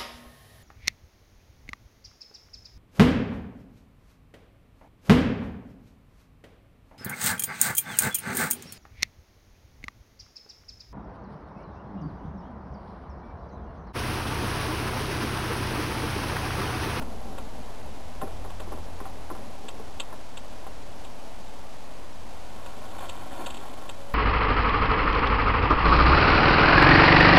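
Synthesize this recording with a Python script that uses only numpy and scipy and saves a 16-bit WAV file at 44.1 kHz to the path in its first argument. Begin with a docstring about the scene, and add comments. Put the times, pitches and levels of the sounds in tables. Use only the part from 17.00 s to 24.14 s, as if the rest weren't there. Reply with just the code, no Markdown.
"""A hand-cranked bench drill, worked in a doorway onto a patio. Fingers spin the feed wheel, whose screw
rubs and knocks in the iron frame while a steel pawl ticks; then the crank turns and the gears whirr.
Each part is a set of ringing modes, struck by single hits or a stream of tiny contacts. Behind it sit
one far engine, a wash of traffic, a low breeze and, at the end, a faint hoot. It is all heard through
a small camera with hiss and a low sample rate."""
import sys
import numpy as np
from scipy import signal
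from scipy.fft import rfft, irfft
from scipy.io import wavfile

SR = 44100
rng = np.random.default_rng(int(sys.argv[2]) if len(sys.argv) > 2 else 0)


def unload_audio(sound):
    """Save the sound as a 16-bit wav file, at the path given as the first command line argument."""
    columns = np.transpose(np.atleast_2d(sound))
    # keep every value between -1 and 1, then stretch to whole-number steps
    steps = np.round(np.clip(columns, -1, 1) * 32767)
    wavfile.write(sys.argv[1], SR, steps.astype(np.int16))


N = 314874

# Finger flicks on the feed wheel. Each row: start in seconds, peak level of the rub in dB.
WHEEL_FLICKS = [(-.03, -38), (.22, -42.5), (.5, -45), (.8, -47.5), (2.12, -49), (2.35, -47), (2.72, -48.5),
                (3.65, -54), (3.95, -55)]
FLICK_RISE_S, COAST_DB_PER_S = 0.034, 29


def wheel_spin():
    """The rub's envelope: each flick brings the feed wheel up to speed, then it coasts down."""
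    t = clock()
    flicks = []
    for s, db in WHEEL_FLICKS:
        attack = np.clip((t - s) / FLICK_RISE_S, 0, 1)
        coasting_s = np.maximum(t - s - FLICK_RISE_S, 0)
        flicks.append(attack * from_db(db - COAST_DB_PER_S * coasting_s))
    return np.max(flicks, axis=0)


# The ring of the cast frame. Each row: pitch in Hz, relative level in dB, t60 in seconds.
FRAME_MODES = [(197, -13, 0.045), (244, -10, 0.12), (319, -7.5, 0.076), (370, -6, 0.05), (434, -1, 0.051),
               (508, -2.5, 0.029), (630, -3, 0.058), (780.5, -1.5, 0.085), (864, -4.5, 0.043),
               (1031, 0, 0.04), (1108, 0, 0.015), (1347, -4.5, 0.022), (1750, -12, 0.036),
               (2495, -30, .012), (3000, -27, .015), (3600, -30, 0.014)]


def feed_rub():
    """The dry thread scrapes dully through the frame and drones in its lowest modes."""
    scrape = cut(ring(grains(per_s=900, spread_db=2.5), FRAME_MODES), 140, "high", order=4)
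    scrape = cut(scrape, 370, "low", order=1)   # the fingers damp the higher modes
    drone = cut(rng.standard_normal(N), [185, 265], "band")
    rub = from_db(-3.0) * rms_one(scrape) + from_db(-5.0) * rms_one(drone)
    return wheel_spin() * from_db(0.64 * drift(21.8)) * rub


def contact(bass_hz, treble_hz, chatter_t60, push_db):
    """A push followed by chatter of the loose screw; softer contacts get a lower treble corner."""
    force = burst(chatter_t60)
    force[0] += from_db(push_db)
    return cut(cut(force, treble_hz, "low"), bass_hz, "high")


# Knocks of the feed screw. Each row: start in seconds, knock force in dB, its treble corner in Hz,
# thud force in dB.
SCREW_KNOCKS = [(1.2158, -24, 1795, -21), (1.273, -31, 1150, -42), (1.448, -28.5, 900, -38),
                (1.602, -31.5, 1050, -34.5), (1.675, -33, 700, -40), (1.721, -24, 1050, -30),
                (1.775, -33, 900, -38), (2.003, -28.5, 1700, -27), (2.055, -28, 1400, -50),
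                (2.301, -24.5, 1384, -27.5), (2.351, -29, 1250, -41), (2.638, -33, 500, -37),
                (2.797, -30.5, 800, -38), (3.089, -36, 1300, -50), (3.127, -30.5, 1450, -40),
                (3.666, -31.5, 1450, -50)]
SETTLE_S = .011   # from knock to thud


def feed_knocks():
    """The screw knocks in its slack against the frame and settles with a dull thud."""
    force = np.zeros(N)
    for s, knock_db, treble_hz, thud_db in SCREW_KNOCKS:
        knock = contact(bass_hz=0.47 * treble_hz, treble_hz=treble_hz, chatter_t60=0.09, push_db=-3.5)
        thud = contact(bass_hz=202, treble_hz=593, chatter_t60=0.12, push_db=-6)
        add(force, s, from_db(knock_db) * knock)
        add(force, s + SETTLE_S, from_db(thud_db) * thud)
    return from_db(1.5) * ring(force, FRAME_MODES, flip=False)


# Clear ticks. Each row: start in seconds, force on the pawl in dB, force on the big wheel in dB.
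PAWL_TICKS = [(0.019, -38, -34.5), (0.38, -35.5, -34), (1.2116, -36.5, -39), (1.501, -40, -40.5),
              (1.5984, -35.5, -38), (2.6835, -27.5, -37), (2.9983, -18.5, -33.5), (3.3712, -28.5, -40.5),
              (4.0455, -36.5, -51), (5.660, -35.5, -39), (6.0917, -26, -39), (6.4605, -25, -45),
              (6.4645, -29.5, -32.5), (6.5016, -29.5, -43), (6.5415, -33, -44), (6.570, -33, -47),
              (6.8916, -27, -35)]
# The bright ping of the steel pawl. Each row: pitch in Hz, relative level in dB, t60 in seconds.
PAWL_MODES = [(2680, -13, 0.074), (2770, -5, 0.016), (3200, 6, 0.013), (3450, -5, 0.0096),
              (3627, -2.5, 0.014), (3792, -1.5, 0.013), (4190, -6.5, 0.021), (4490, -2, .025)]
# The body of the big gear wheel. Each row: pitch in Hz, relative level in dB, t60 in seconds.
GEAR_MODES = [(549, -3, 0.039), (680, -1, 0.024), (738, -1, 0.052), (824, 2, 0.016), (959, -3.5, 0.045),
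              (1085, -3, 0.047), (1366, -10, 0.068), (1450, -6.5, 0.023), (1780, -7.5, 0.014),
              (2390, -6, 0.0091), (2800, -26, 0.03), (3055, -15, 0.055), (3120, -11, 0.013),
              (3520, -19, 0.044), (4380, -17.5, 0.049)]


def pawl():
    """The pawl snaps over a tooth, pings and jolts the big wheel. On running gears it jingles lightly."""
    snap, jolt = np.zeros((2, N))
    for s, pawl_db, wheel_db in PAWL_TICKS:
        add(snap, s, from_db([pawl_db]))
        add(jolt, s, from_db([wheel_db]))
    jingle = from_db(TEETH_DB + 1 + cranking_db()) * grains(per_s=24, spread_db=1.5)
    # so small a part radiates no bass
    ping = cut(ring(snap + jingle, PAWL_MODES, flip=False), [2660, 3980], "band")
    thud = cut(ring(jolt, GEAR_MODES, flip=False), [550, 2100], "band")
    return doorway(from_db(3.5) * ping + from_db(6.5) * thud, tail_db=0.3, tail_t60=0.071)


CRANK_START_S, CRANK_FADE_IN_S = 5.12, .3
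CRANK_TOP_S, CRANK_RISE_DB_PER_S, CRANK_FALL_DB_PER_S = 6.487, 9, 16.5


def cranking_db():
    """Level of the running gears against their top: the hand sets off, gathers speed and slows."""
    t = clock()
    setting_off = np.clip((t - CRANK_START_S) / CRANK_FADE_IN_S, 1e-4, 1)
    rising_db = CRANK_RISE_DB_PER_S * (t - CRANK_TOP_S)
    falling_db = CRANK_FALL_DB_PER_S * (CRANK_TOP_S - t)
    return 20 * np.log10(setting_off) + np.minimum(rising_db, falling_db)


# The gears bind twice near full speed. Each row: centre in seconds, teeth boost in dB, bearing boost in dB.
GEAR_BINDS = [(6.022, 9, 5), (6.42, 4.5, 8)]
TEETH_DB, BEARING_DB = -43, -48.5   # at full speed, before the boosts


def gears():
    """Rough teeth rattle the big wheel and sizzle; the bearing rumbles under load. Binds swell both."""
    teeth_db = TEETH_DB + cranking_db()
    bearing_db = BEARING_DB + cranking_db()
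    for s, teeth_boost_db, bearing_boost_db in GEAR_BINDS:
        teeth_db += teeth_boost_db * swell(s, half_width_s=0.042)
        bearing_db += bearing_boost_db * swell(s, half_width_s=0.03)
    whirr = rms_one(cut(ring(grains(per_s=740, spread_db=5), GEAR_MODES), 410, "high"))
    sizzle = rms_one(cut(grains(per_s=350, spread_db=12.0), [3080, 3680], "band"))
    teeth = whirr + from_db(-17.0) * sizzle
    bearing = rms_one(cut(rng.standard_normal(N), [200, 420], "band"))
    return from_db(teeth_db + 1.4 * drift(25)) * teeth + from_db(bearing_db) * bearing


# The direct path and the doorway's bounces. Each row: delay in seconds, relative level in dB.
DOORWAY_PATHS = [(0, -8), (.00179, -7), (.00532, 0), (.00885, -11)]


def doorway(x, tail_db, tail_t60):
    """A tight space: a few close reflections and a short scatter."""
    response = from_db(tail_db) * burst(tail_t60)
    for delay, db in DOORWAY_PATHS:
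        add(response, delay, from_db([db]))
    return signal.fftconvolve(x, response / np.sqrt(np.sum(response ** 2)))[:N]


# The engine pulls away, eases off and gathers speed again.
# Each row: time in seconds, firing rate in Hz, overall gain in dB.
ENGINE_CURVE = [(0, 29.8, -40), (.75, 29.63, -46.5), (1.19, 42.8, -42), (1.8, 42.16, -39.5),
                (2.3, 41.6, -44), (2.75, 41.1, -53.5), (3.6, 37.98, -49), (4.25, 36.37, -54),
                (5.2, 41.67, -50), (5.9, 44.8, -48.5), (6.25, 46.1, -49), (7.14, 45.74, -51)]
# Its tone: the relative level in dB of each of the first four firing orders.
ENGINE_ORDERS_DB = [-4, -7.5, -17, -20.5]


def engine(waver_db):
    """A far engine drones: only its lowest firing orders carry, each wavering in level."""
    firing_hz, gain_db = in_time(ENGINE_CURVE)
    phase = 2 * np.pi * np.cumsum(firing_hz) / SR
    drone = 0
    for order, db in enumerate(ENGINE_ORDERS_DB, start=1):
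        level = from_db(db + waver_db * drift(6))
        drone += level * np.sin(order * phase + 2 * np.pi * rng.random())
    return from_db(gain_db) * np.sqrt(2) * drone


# The colour of the traffic. Each row: frequency in Hz, relative spectral density in dB.
TRAFFIC_SPECTRUM = [(20, -26), (40, -5), (65, -12), (100, -28), (140, -19), (190, -12), (245, -7.5),
                    (380, -14.5), (560, -8.5), (750, -9.5), (1000, -13), (1250, -20), (2000, -29.5),
                    (3500, -35.5)]
# Its fader. Each row: time in seconds, level in dB.
TRAFFIC_LEVEL = [(0, -45), (5.2, -46.5), (7.14, -47)]


def traffic():
    """Distant traffic blends into a dark, slightly wavering wash."""
    level_db, = in_time(TRAFFIC_LEVEL)
    return from_db(level_db + 0.58 * drift(8.3)) * noise(TRAFFIC_SPECTRUM)


# The breeze dies down. Each row: time in seconds, level in dB.
BREEZE_LEVEL = [(0, -43.5), (.9, -46), (1.3, -46.5), (2.6, -50), (7.14, -53)]


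def breeze():
    """Moving air makes a deep rumble."""
    level_db, = in_time(BREEZE_LEVEL)
    rumble = cut(cut(rng.standard_normal(N), 75.4, "low"), 23.5, "high")
    return from_db(level_db) * rms_one(rumble)


def hoot(start_s, rise_s, hz, glide_hz_per_s, db):
    """A faint, far tone fades in and glides slowly upwards."""
    since = np.maximum(clock() - start_s, 0)
    phase = 2 * np.pi * np.cumsum(hz + glide_hz_per_s * since) / SR
    return from_db(db) * np.minimum(since / rise_s, 1) * np.sqrt(2) * np.sin(phase)


def ring(force, modes, flip=True):
    """One force rings a body's modes in alternating polarity; flip=False gives a sharper attack."""
    out = 0
    for k, (hz, db, t60) in enumerate(modes):
        decay = from_db(-60 / (t60 * SR))
        angle = 2 * np.pi * hz / SR
        sign = -1 if flip and k % 2 else 1
        feedback = [1, -2 * decay * np.cos(angle), decay * decay]
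        out += sign * from_db(db) * signal.lfilter([0, np.sin(angle)], feedback, force + 1e-18)
    return out / np.sqrt(sum(from_db(db) ** 2 for hz, db, t60 in modes))


def grains(per_s, spread_db):
    """Tiny contacts at random moments, of uneven size."""
    sizes = from_db(spread_db * np.clip(rng.standard_normal(N), -2, 2)) * rng.choice([-1, 1], N)
    return sizes * (rng.random(N) < per_s / SR)


def burst(t60):
    """A sixth of a second of dying noise, unit energy."""
    t = np.arange(SR // 6) / SR
    x = rng.standard_normal(len(t)) * from_db(-60 * t / t60)
    return x / np.sqrt(np.sum(x ** 2))


def noise(spectrum):
    """Noise with the given colour, unit rms."""
    hz, db = np.transpose(spectrum)
    bins = np.maximum(np.fft.rfftfreq(N, 1 / SR), 1)
    colour = from_db(np.interp(np.log(bins), np.log(hz), db))
    return rms_one(irfft(rfft(rng.standard_normal(N)) * colour, N))


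def drift(per_s):
    """A random wander through points with a spread of 1."""
    knots = rng.standard_normal(2000)
    return np.interp(clock() * per_s, np.arange(len(knots)), knots)


def swell(s, half_width_s):
    """A bell-shaped rise to 1 around time s."""
    return np.exp(-.5 * ((clock() - s) / half_width_s) ** 2)


def cut(x, hz, kind, order=2):
    """Butterworth filter."""
    sections = signal.butter(order, np.clip(hz, 10, .45 * SR), kind, fs=SR, output="sos")
    return signal.sosfilt(sections, x)


def add(out, s, x):
    """Mix x into out from time s."""
    at = max(round(s * SR), 0)
    out[at:at + len(x)] += x[:N - at]


def in_time(rows):
    """The columns of a curve, one value a sample."""
    s, *columns = np.transpose(rows)
    return [np.interp(clock(), s, column) for column in columns]


def clock():
    """Time in seconds, one value a sample."""
    return np.arange(N) / SR


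def from_db(db):
    """Decibels to gain."""
    return 10 ** (np.asarray(db) / 20)


def rms_one(x):
    """Scale to unit rms."""
    return x / np.sqrt(np.mean(x ** 2) + 1e-20)


def scene():
    """The drill close by, the neighbourhood behind it, in mono."""
    drill = pawl() + feed_knocks() + feed_rub() + gears()
    outdoors = engine(waver_db=1.0) + traffic() + breeze()
    outdoors += hoot(start_s=6.95, rise_s=0.067, hz=550, glide_hz_per_s=86, db=-49)
    return (drill + outdoors)[None]


HOLD_SAMPLES, CUTOFF_HZ, DC_OFFSET = 4, 12620, -.041


def record(dry):
    """The camera hisses and holds every fourth sample, mirroring sound into the treble; its zero is low."""
    converter_hiss = from_db(-54) * rng.standard_normal(dry.shape)
    microphone_hiss = from_db(-48.0) * cut(rng.standard_normal(dry.shape), 3070, "low")
    heard = cut(dry, 5240, "low", order=6) + converter_hiss + microphone_hiss
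    held = np.repeat(heard[:, ::HOLD_SAMPLES], HOLD_SAMPLES, axis=1)[:, :N]
    steep_lowpass = signal.ellip(12, .1, 90, CUTOFF_HZ, fs=SR, output="sos")
    return signal.sosfilt(steep_lowpass, held) + DC_OFFSET


dry = scene()
out = record(dry)
unload_audio(out)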